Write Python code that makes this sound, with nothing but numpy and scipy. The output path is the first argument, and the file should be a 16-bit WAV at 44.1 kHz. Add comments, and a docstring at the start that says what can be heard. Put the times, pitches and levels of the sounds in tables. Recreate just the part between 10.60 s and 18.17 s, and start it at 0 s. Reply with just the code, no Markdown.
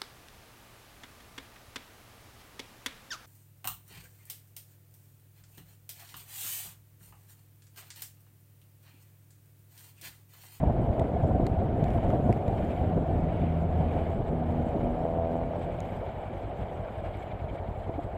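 """Motorcycle coasting on a wet road

A twin-cylinder motorcycle rolls beside queued cars and settles to a lumpy idle: paired pulses through a filter.
Wind, noise in irregular lumps, buffets the rider's camera and fades with speed; a small engine nearby drones
in low orders of its firing rate, then rasps in sharp pops. Grainy tyre hiss swells beside each car, damped
partials tick as drops hit the camera's waterproof case, and resonances give the air inside a hollow ring."""
import sys
import numpy as np
from scipy import signal
from scipy.fft import rfft, irfft, next_fast_len
from scipy.io import wavfile
from scipy.ndimage import uniform_filter1d, map_coordinates

SR = 44100
rng = np.random.default_rng(int(sys.argv[2]) if len(sys.argv) > 2 else 0)


def pcm_store(signal):
    """Save signal as 16-bit PCM."""
    levels = np.round(np.clip(np.atleast_2d(signal), -1, 1) * 32767)
    wavfile.write(sys.argv[1], SR, levels.astype(np.int16).T)


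N = 333837
TIME = np.arange(N) / SR  # seconds

# Spectrum of the rushing wind. Each row: frequency in Hz, relative density in dB per Hz.
RUSH_SPECTRUM = [(40, -21), (100, -3), (150, 0), (240, 0.5), (350, -2), (480, -5.5), (700, -7.5),
                 (1000, -33.5), (2000, -41.5), (5000, -72.5)]
# Resonances of the air in the case. Each row: frequency in Hz, width in Hz, relative level in dB.
CASE_MODES = [(507, 34, 1.5), (577, 34, 4.5), (663, 53, 15), (730, 28, 2.5), (880, 50, -2)]


def amp(db):
    """Level: 20 dB is a factor of ten in amplitude."""
    return 10 ** (np.asarray(db) / 20)


def unit(x):
    """Normalisation: scale to an rms of 1."""
    return x / np.sqrt(np.mean(x ** 2) + 1e-20)


def curves(rows):
    """Linear interpolation: one value per sample for each column after the time."""
    s, *columns = np.transpose(rows)
    return [np.interp(TIME, s, column) for column in columns]


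def wobble(rate):
    """Band-limited randomness: a smooth curve through random knots, rate of them a second."""
    return map_coordinates(rng.standard_normal(int(N * rate / SR) + 4), [TIME * rate])


def filtered(x, response):
    """Linear filtering: multiply the spectrum by a complex response of frequency."""
    size = 2 * next_fast_len(N // 2 + SR // 4)  # padded so that the tails do not wrap round
    spectrum = rfft(x, size)
    return irfft(spectrum * response(np.fft.rfftfreq(size, 1 / SR)), size)[:N]


def coloured(x, points):
    """Minimum phase: a folded cepstrum makes the outline in (Hz, dB) a causal filter."""
    f, db = np.transpose(points)

    def response(hz):
        outline_db = np.interp(np.log(hz + 1), np.log(f), db)
        cepstrum = irfft(np.log(amp(outline_db)))
        half = len(cepstrum) // 2
        cepstrum[1:half] *= 2
        cepstrum[half + 1:] = 0
        return np.exp(rfft(cepstrum))
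    return filtered(x, response)


def noise(points):
    """Spectral shaping: white noise coloured by an outline, at rms 1."""
    return unit(coloured(rng.standard_normal(N), points))


def specks(rate, points):
    """Shot noise: coloured droplets of random size, on average rate a second, at rms 1."""
    landed = rng.random(N) < rate / SR
    return unit(coloured(rng.standard_normal(N) * landed, points))


def grainy(x, depth_db):
    """Time-frequency modulation: short narrow patches of random gain, at rms 1."""
    z = signal.stft(x, nperseg=512)[2]
    field = uniform_filter1d(rng.standard_normal(z.shape), size=4, axis=0)
    field = uniform_filter1d(field, size=4, axis=1)
    return unit(signal.istft(z * amp(depth_db * unit(field)), nperseg=512)[1][:N])


def impulses(times, sizes):
    """Impulsive excitation: single pushes at the given times."""
    inside = (times >= 0) & (times < (N - 1) / SR)
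    return np.bincount(np.round(times[inside] * SR).astype(int), sizes[inside], N)


def passes(turns, offset):
    """Phase crossing: the times at which a shaft passes one point of its cycle."""
    return np.interp(np.arange(int(turns[-1]) + 1) + offset, turns, TIME, left=-1, right=-1)


def resonances(f, modes):
    """Modal superposition: complex response of a set of (Hz, width Hz, dB) modes."""
    return sum(amp(db) * 1j * f * w / (c * c - f * f + 1j * f * w) for c, w, db in modes)


def case_ring(x, modes):
    """Cavity resonance: modes heard through the shell, which shuts out the treble."""
    return filtered(x, lambda f: resonances(f, modes) / (1 + (f / 950) ** 6))


def taps(rows, t60, attack):
    """Impact on plastic: a few damped partials and a briefer gritty splash; t60 and attack in seconds."""
    track, t = np.zeros(N), np.arange(SR // 8) / SR
    partials = [(1, -3.5), (1.5, -25), (2.05, -18.5)]  # ratio to the pitch, dB
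    for s, db, hz, grit in rows:
        ring = sum(amp(level) * np.sin(2 * np.pi * ratio * hz * t) for ratio, level in partials)
        splash = grit * rng.standard_normal(len(t)) * amp(-30 * t / t60)
        blow = (ring + splash) * amp(-60 * t / t60) * (1 - np.exp(-t / attack))
        add(track, s, amp(db) * blow / np.abs(blow).max())
    return track


def add(track, s, sound):
    """Superposition: mix a sound into the track at time s."""
    part = track[round(s * SR):][:len(sound)]
    part += sound[:len(part)]


def with_pace(start_db, doubling_db):
    """Power law of speed: gain of start_db at a speed share of 1, and doubling_db more per doubling."""
    # How fast the motorcycle rolls. Each row: time in seconds, share of its starting speed.
    pace_rows = [(0, 0.98), (1.7, 0.93), (2.4, 0.93), (3, 0.8), (4.2, 0.81), (5, 0.54), (6.2, 0.45),
                 (7.57, 0.37)]
    pace, = curves(pace_rows)
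    return amp(start_db + doubling_db * np.log2(pace))


def wind(buffet_depth_db=2.0, rush_depth_db=2, flutter_db=-6.5, flutter_depth_db=4, gust_db=0.0):
    """Vortex shedding: eddies off the windscreen come in lumps of buffet and rush; panels ring by turns."""
    # Low buffet. Each row: frequency in Hz, relative density in dB per Hz.
    buffet_spectrum = [(10, -14.5), (25, -6.5), (50, 0.5), (80, -1.5), (140, -1.5), (220, -12), (400, -28),
                       (1000, -74)]
    # Panels that the air stream shakes. Each row: frequency in Hz, width in Hz, relative level in dB.
    panel_modes = [(623, 45, -1.5), (684.5, 47, 3.5), (736.5, 49, 2)]
    eddies = wobble(28)
    buffet = unit(noise(buffet_spectrum) * amp(buffet_depth_db * eddies + gust_db * wobble(7)))
    rush = unit(noise(RUSH_SPECTRUM) * amp(rush_depth_db * eddies + 3.1 * wobble(70)))
    flutter = unit(sum(case_ring(rng.standard_normal(N), [mode]) * amp(flutter_depth_db * wobble(13))
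                       for mode in panel_modes))
    return with_pace(-30, 12.1) * buffet + with_pace(-31.5, 11.5) * (rush + amp(flutter_db) * flutter)


def slaps(body_db=-4):
    """Turbulent pressure pulses: the biggest eddies swing briefly, with a churn that rings the case."""
    # Gusts slap the case. Each row: time in seconds, swing envelope's peak in dB, pitch in Hz,
    # churn in dB over the swing.
    slap_rows = [(0.036, -13.5, 166, -14), (0.077, -17, 89, -13.5), (0.101, -20, 130, -7.5),
                 (0.234, -18.5, 116, -13), (.305, -17.5, 85, -25), (.383, -20, 106, -11),
                 (0.418, -24.5, 110, 0.5), (0.52, -25, 260, -19), (.641, -15, 100, -17.5),
                 (0.654, -18.5, 122, -16), (0.713, -16.5, 85, -10), (.8, -16, 261, -12),
                 (0.832, -23, 230, -6.5), (0.919, -22, 75, -13), (0.943, -21, 150, -25),
                 (.989, -19, 81, -25), (1.054, -21, 120, -27), (1.145, -19.5, 190, -15),
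                 (1.228, -16, 123, -13.5), (1.358, -22.5, 70, -9.5), (1.452, -23.5, 83, -4.5),
                 (1.536, -16, 133, -15.5), (1.599, -22, 207, -8), (1.7, -16.5, 98, -7.5),
                 (1.927, -21.5, 110, -16), (2.22, -25, 89, -14), (3.209, -18, 133.5, -11.5)]
    swing_cycles, churn_s = 0.47, 0.01  # half lengths
    swings, churn = np.zeros(N), np.zeros(N)
    for s, db, hz, ring_db in slap_rows:
        near = np.abs(TIME - s) < .1
        t = TIME[near] - s
        swell = np.exp(-.5 * (t * hz / swing_cycles) ** 2)
        swings[near] += amp(db) * np.sin(2 * np.pi * (t * hz + rng.random())) * swell
        churn[near] += amp(db + ring_db) * np.exp(-(t / churn_s) ** 2)
    hollow = unit(case_ring(rng.standard_normal(N), CASE_MODES))
    return swings + churn * unit(hollow + amp(body_db) * noise(RUSH_SPECTRUM))


def twin(second_db=-2, intake_db=-7, scatter_db=1.0, breath_db=-17):
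    """Pulsed exhaust: a gulp of air, then two firings about a quarter cycle apart and a rest: a double thud."""
    # The twin's speed. Each row: time in seconds, four-stroke cycles a second.
    speed_rows = [(0, 13.8), (.5, 14.4), (.95, 14.2), (1.2, 12.7), (1.8, 12.4), (2.1, 11.5), (2.6, 11.17),
                  (7.57, 11.19)]
    # Exhaust outline. Each row: frequency in Hz, relative density in dB per Hz.
    exhaust_spectrum = [(15, -29), (35, -0.5), (55, 0), (75, 4), (95, 4.5), (140, -8), (200, -11.5),
                        (320, -23.5), (700, -35.5), (1500, -76)]
    # Strength of the exhaust beats. Each row: time in seconds, level in dB before the burn varies it.
    throb_rows = [(0, -26.5), (1, -30.5), (2, -31), (2.5, -32), (3.2, -32.5), (3.9, -39), (4.6, -37.5),
                  (5.4, -31), (5.85, -30), (6.95, -28.5), (7.57, -30.5)]
    # Weak burns at idle. Each row: time in seconds, change in dB.
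    stumble_rows = [(5.93, -4.5), (6.11, -11), (6.29, -9), (6.64, -10)]
    rate, = curves(speed_rows)
    turns = np.cumsum(rate) / SR + .19 + .015 * wobble(7)
    intake, first, second = -.29, 0, .235  # points of the cycle
    beats = np.zeros(N)
    # the intake pushes the other way from the firings
    for offset, push in [(intake, amp(intake_db)), (first, -1), (second, -amp(second_db))]:
        times = passes(turns, offset)
        chance = rng.standard_normal((len(times), 2))
        late = .0011 * chance[:, 0]  # seconds
        beats += impulses(times + late, push * amp(scatter_db * chance[:, 1]))
    one_beat = coloured(np.r_[1., np.zeros(N - 1)], exhaust_spectrum)
    thuds = coloured(beats, exhaust_spectrum) / np.abs(one_beat).max()
    gate = (.5 + .5 * np.cos(2 * np.pi * turns)) ** 2  # gas rushes out once a cycle, about the first firing
    # some cycles burn more strongly than others
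    stumble_db = sum(db * np.exp(-((TIME - s) / .045) ** 4) for s, db in stumble_rows)
    burn_db = .7 * wobble(9) + stumble_db
    breath = amp(breath_db) * gate * noise(exhaust_spectrum)
    throb = amp(curves(throb_rows)[0] + burn_db) * (thuds + breath)
    return throb + clatter(turns)


def clatter(turns):
    """Resonance under repeated contact: the valve gear rattles once a cycle, just ahead of the thud."""
    # The twin's valve gear. Each row: frequency in Hz, width in Hz, relative level in dB.
    valve_modes = [(2280, 140, 0), (3100, 400, -12)]
    # Clatter's gain. Each row: time in seconds, level in dB.
    clatter_rows = [(0, -78), (5, -73), (6.4, -68), (6.56, -59), (6.75, -59.5), (7.05, -63), (7.3, -66),
                    (7.57, -70)]
    gate = (.5 + .5 * np.cos(2 * np.pi * (turns + .17 + .05 * wobble(11)))) ** 7
    contacts = gate * amp(wobble(25)) * rng.standard_normal(N)
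    rattle = filtered(contacts, lambda f: resonances(f, valve_modes) / (1 + (f / 4000) ** 6))
    return amp(curves(clatter_rows)[0]) * unit(rattle)


def road(patter=0.17, mist=.34, hiss_grain_db=2, spray_grain_db=4.0):
    """Broadband tyre noise and reflection: a hollow roar; wet hiss and fine spray swell beside each car."""
    # Roar made hollow by the case, tyre hiss, hiss thrown back by a car, and fine spray.
    # Each row: frequency in Hz, relative density in dB per Hz.
    roar_spectrum = [(150, -29), (400, -7.5), (560, -3.5), (660, 0.1), (740, -3), (860, -8.5), (1000, -15),
                     (1250, -21.5), (1800, -32.5), (4000, -75)]
    hiss_spectrum = [(500, -10.5), (1100, -1), (1500, 3.5), (1900, -1.5), (2250, -0.5), (2650, -7),
                     (3000, -6), (3800, -13), (5000, -25.5), (6500, -47), (12000, -74)]
    thrown_spectrum = [(500, -13), (1100, -1.5), (1500, 0.5), (1900, 0.5), (2300, 3.5), (2650, -5),
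                       (3000, -1.5), (3800, -14.5), (5000, -27), (6500, -44.5), (12000, -70.5)]
    spray_spectrum = [(2500, -11.5), (5000, -3), (6000, -4.5), (7800, 2), (9200, -5), (10000, -5.5),
                      (12000, -6.5), (13500, -3.5), (15500, -8)]
    # Queued cars going by. Each row: time in seconds, half length in seconds, hiss in dB, spray in dB.
    car_rows = [(1.36, 0.14, -56, -76), (1.598, 0.17, -61.5, -72.5), (2.08, 0.17, -54.5, -71.5),
                (2.79, 0.15, -54.5, -77.5), (3.33, 0.16, -53.5, -77.5), (4.1, 0.33, -61, -90),
                (5.35, 0.64, -58.5, -79.5), (6.5, 0.31, -59, -82.5)]
    roar = unit(noise(roar_spectrum) * amp(1.1 * wobble(60) + 0.51 * wobble(6.6)))
    # the film of water on the road comes and goes
    splash_db = 1.0 * wobble(20)
    flutter = amp(1.2 * wobble(90) + .5 * splash_db)
    hiss, thrown = [grainy((noise(colour) + patter * specks(60, colour)) * flutter, hiss_grain_db)
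                    for colour in (hiss_spectrum, thrown_spectrum)]
    droplets = noise(spray_spectrum) + mist * specks(80, spray_spectrum)
    spray = grainy(droplets * amp(splash_db), spray_grain_db)
    spray *= amp(1.1 * wobble(14))
    thrown_gain, spray_gain = 0, with_pace(-75.5, 0.93)
    for s, half_s, hiss_db, spray_db in car_rows:
        beside = np.exp(-.5 * ((TIME - s) / half_s) ** 2)
        # powers add
        thrown_gain = np.hypot(thrown_gain, amp(hiss_db) * beside)
        spray_gain = np.hypot(spray_gain, amp(spray_db) * beside)
    rolling = with_pace(-38, 1.8) * roar + with_pace(-56, 1.8) * hiss
    return rolling + thrown_gain * thrown + spray_gain * spray


def drops():
    """Impact excitation: each drop ticks on the shell and rings the wall, more or less by where it lands."""
    # Drops hit the case. Each row: time in seconds, tick's peak in dB before the shell colours it,
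    # pitch in Hz, splash share, wall ring's peak in dB.
    drop_rows = [(.396, -38, 3450, 0.05, -35), (0.398, -46, 8240, .05, -39.5), (0.8672, -34, 6500, 2, -44),
                 (0.8671, -28.5, 4130, 0.71, -35.5), (.868, -35.5, 1280, .1, -45),
                 (.87, -43.5, 3300, 1, -41.5), (1.241, -36, 3450, 0.48, -41), (1.243, -40, 7400, 1.2, -41),
                 (1.283, -47, 2900, .2, -43), (1.305, -40, 3330, .6, -52), (1.504, -31.5, 1340, 0.14, -44),
                 (1.727, -30.5, 2320, 0.23, -42), (1.728, -46, 7820, .4, -50), (1.881, -41, 3550, 0.3, -40),
                 (5.204, -35, 6760, 0.34, -50.5), (5.205, -40.5, 4020, 0.63, -50)]
    # How the case colours a drop. Each row: frequency in Hz, gain in dB.
    shell_outline = [(1200, 5.5), (2400, 0), (3900, -0.5), (5100, 0.5), (7000, -2.5), (9500, -4),
                     (14000, -12.5)]
    # The stiff wall under a drop. 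Each row: frequency in Hz, width in Hz, relative level in dB.
    wall_modes = [(1960, 230, 10), (2380, 220, -5), (3540, 290, -3)]
    ticks = coloured(taps([row[:4] for row in drop_rows], t60=0.0039, attack=0.00016), shell_outline)
    s, *_, wall_db = np.transpose(drop_rows)

    def wall(x):
        return filtered(x, lambda f: resonances(f, wall_modes))
    one_ring = wall(np.r_[1., np.zeros(N - 1)])
    return ticks + wall(impulses(s, amp(wall_db))) / np.abs(one_ring).max()


def neighbour(rough_db=1.7, jitter=.00004, fourth_db=-8.5):
    """Harmonic orders of the firing rate: a small engine's wavering drone, and sharp pops that ring the case."""
    # Revs. Each row: time in seconds, firings a second.
    rev_rows = [(1.7, 78), (2.1, 79.2), (2.35, 82), (2.65, 83.3), (2.9, 81.9), (3.2, 80.2), (3.55, 81.8),
                (3.85, 80.3), (4.1, 80.6), (4.3, 81.2), (4.55, 82.8), (4.8, 83.4), (5, 84.4), (5.6, 83.6)]
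    # Drone, shifting between orders as it passes the cars. Each row: time in seconds,
    # mean levels of the first, second and third order in dB.
    drone_rows = [(1, -56, -66, -60), (2.25, -40, -43.5, -44.5), (2.36, -37, -30, -38.5),
                  (2.48, -34.5, -41, -46), (2.64, -29, -32, -43), (2.78, -33.5, -40, -52),
                  (2.89, -28.5, -30, -41.5), (3.1, -32.5, -36.5, -48), (3.22, -29.5, -36.5, -48),
                  (3.35, -33, -45, -42.5), (3.5, -32.5, -41, -47), (3.64, -46, -47, -57),
                  (3.74, -51, -31, -37.5), (3.85, -36, -42, -37), (3.97, -35, -35, -35),
                  (4.08, -38, -45, -39), (4.18, -38, -47, -46), (4.28, -43, -42, -33.5),
                  (4.42, -47, -39, -47), (4.53, -37.5, -38, -46), (4.63, -32.5, -43, -46.5),
                  (4.73, -45, -37.5, -38), (4.9, -44, -46, -48.5), (5.15, -50, -41.5, -52.5),
                  (5.6, -56, -63, -65), (7.57, -84, -87, -87)]
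    # Pops ringing the case. Each row: time in seconds, gain in dB of the two lower resonances,
    # gain in dB of the upper ones.
    rasp_rows = [(1, -66, -66), (2.2, -53, -54.5), (3.7, -54, -54), (4, -42.5, -41), (4.3, -42, -42),
                 (4.6, -41, -33.5), (4.77, -40.5, -38), (4.88, -45.5, -45.5), (5.03, -39.5, -51),
                 (5.2, -50, -46), (5.6, -57, -52), (7.57, -81, -69)]
    # Hardest firings. Each row: time in seconds, dB over the others.
    hard_rows = [(4.455, 6.5), (4.552, 3), (4.587, 3), (4.6, 1), (4.635, 0.5), (4.707, 3.5), (4.755, 6),
                 (4.768, 3), (4.816, 7)]
    rate, = curves(rev_rows)
    first_db, second_db, third_db = curves(drone_rows)
    turns = np.cumsum(rate * (1 + .001 * wobble(12))) / SR
    # shifting reflections off the cars bend each low order a little, in cycles
    bend, waver_db = .03, .8
    drone = 0
    for order, db in enumerate([first_db, second_db, third_db, third_db + fourth_db], start=1):
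        level = amp(db + waver_db * wobble(16)) * np.sqrt(2)
        cycles = order * turns + rng.random() + bend * wobble(11)
        drone = drone + level * np.sin(2 * np.pi * cycles)
    times = passes(turns, .42)
    chance = rng.standard_normal((len(times), 2))
    # each hard firing is the one nearest the listed time
    hard_db = sum(db * (np.arange(len(times)) == np.abs(times - s).argmin()) for s, db in hard_rows)
    pops = impulses(times + jitter * chance[:, 0], amp(rough_db * chance[:, 1] + hard_db))
    lower_db, upper_db = curves(rasp_rows)
    lower = amp(lower_db) * unit(case_ring(pops, CASE_MODES[:2]))
    upper = amp(upper_db) * unit(case_ring(pops, CASE_MODES[2:]))
    return drone + lower + upper


def swishes():
    """Gated turbulence noise: brief spurts of water on the road."""
    # Short wet swishes. Each row: time in seconds, half length in seconds, level in dB at the middle.
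    swish_rows = [(1.44, 0.018, -54), (2.115, 0.015, -53.5), (3.4, 0.0076, -55), (3.682, .015, -56.5),
                  (5.027, .02, -53.5), (6.463, 0.014, -55), (6.954, 0.0096, -56), (7.436, 0.0086, -55)]
    # Swish spectrum. Each row: frequency in Hz, relative density in dB per Hz.
    swish_spectrum = [(1200, 0), (2300, 3.5), (2900, -4.5), (3500, -5), (4600, -16), (5600, -23),
                      (6600, -24.5), (7900, -16.5), (10000, -30.5), (15000, -33.5)]
    gain = sum(amp(db) * np.exp(-.5 * ((TIME - s) / half_s) ** 2) for s, half_s, db in swish_rows)
    return gain * noise(swish_spectrum)


def knocks():
    """Damped impact under a low-pass: the mount knocks dully as the rider's head turns."""
    # Knocks. Each row: time in seconds, peak in dB before the low-pass, pitch in Hz, grit share.
    knock_rows = [(6.949, -24, 540, 2), (7.283, -22, 720, 3.1), (7.294, -17, 653, 2.3),
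                  (7.381, -24.5, 296, 0.65), (7.39, -18, 684, 1.7)]
    return filtered(taps(knock_rows, t60=0.058, attack=0.001), lambda hz: 2.0 / (1 + (hz / 900) ** 6))


def scene():
    """Superposition: the sum of everything that reaches the camera."""
    air = wind() + slaps()
    engines = twin() + neighbour()
    water = road() + drops() + swishes()
    return (air + engines + water + knocks())[None]


def record(dry):
    """Band limiting: the camera keeps nothing from 15460 Hz up."""
    return filtered(dry[0], lambda hz: hz < 15460)[None]


dry = scene()
out = record(dry)
pcm_store(out)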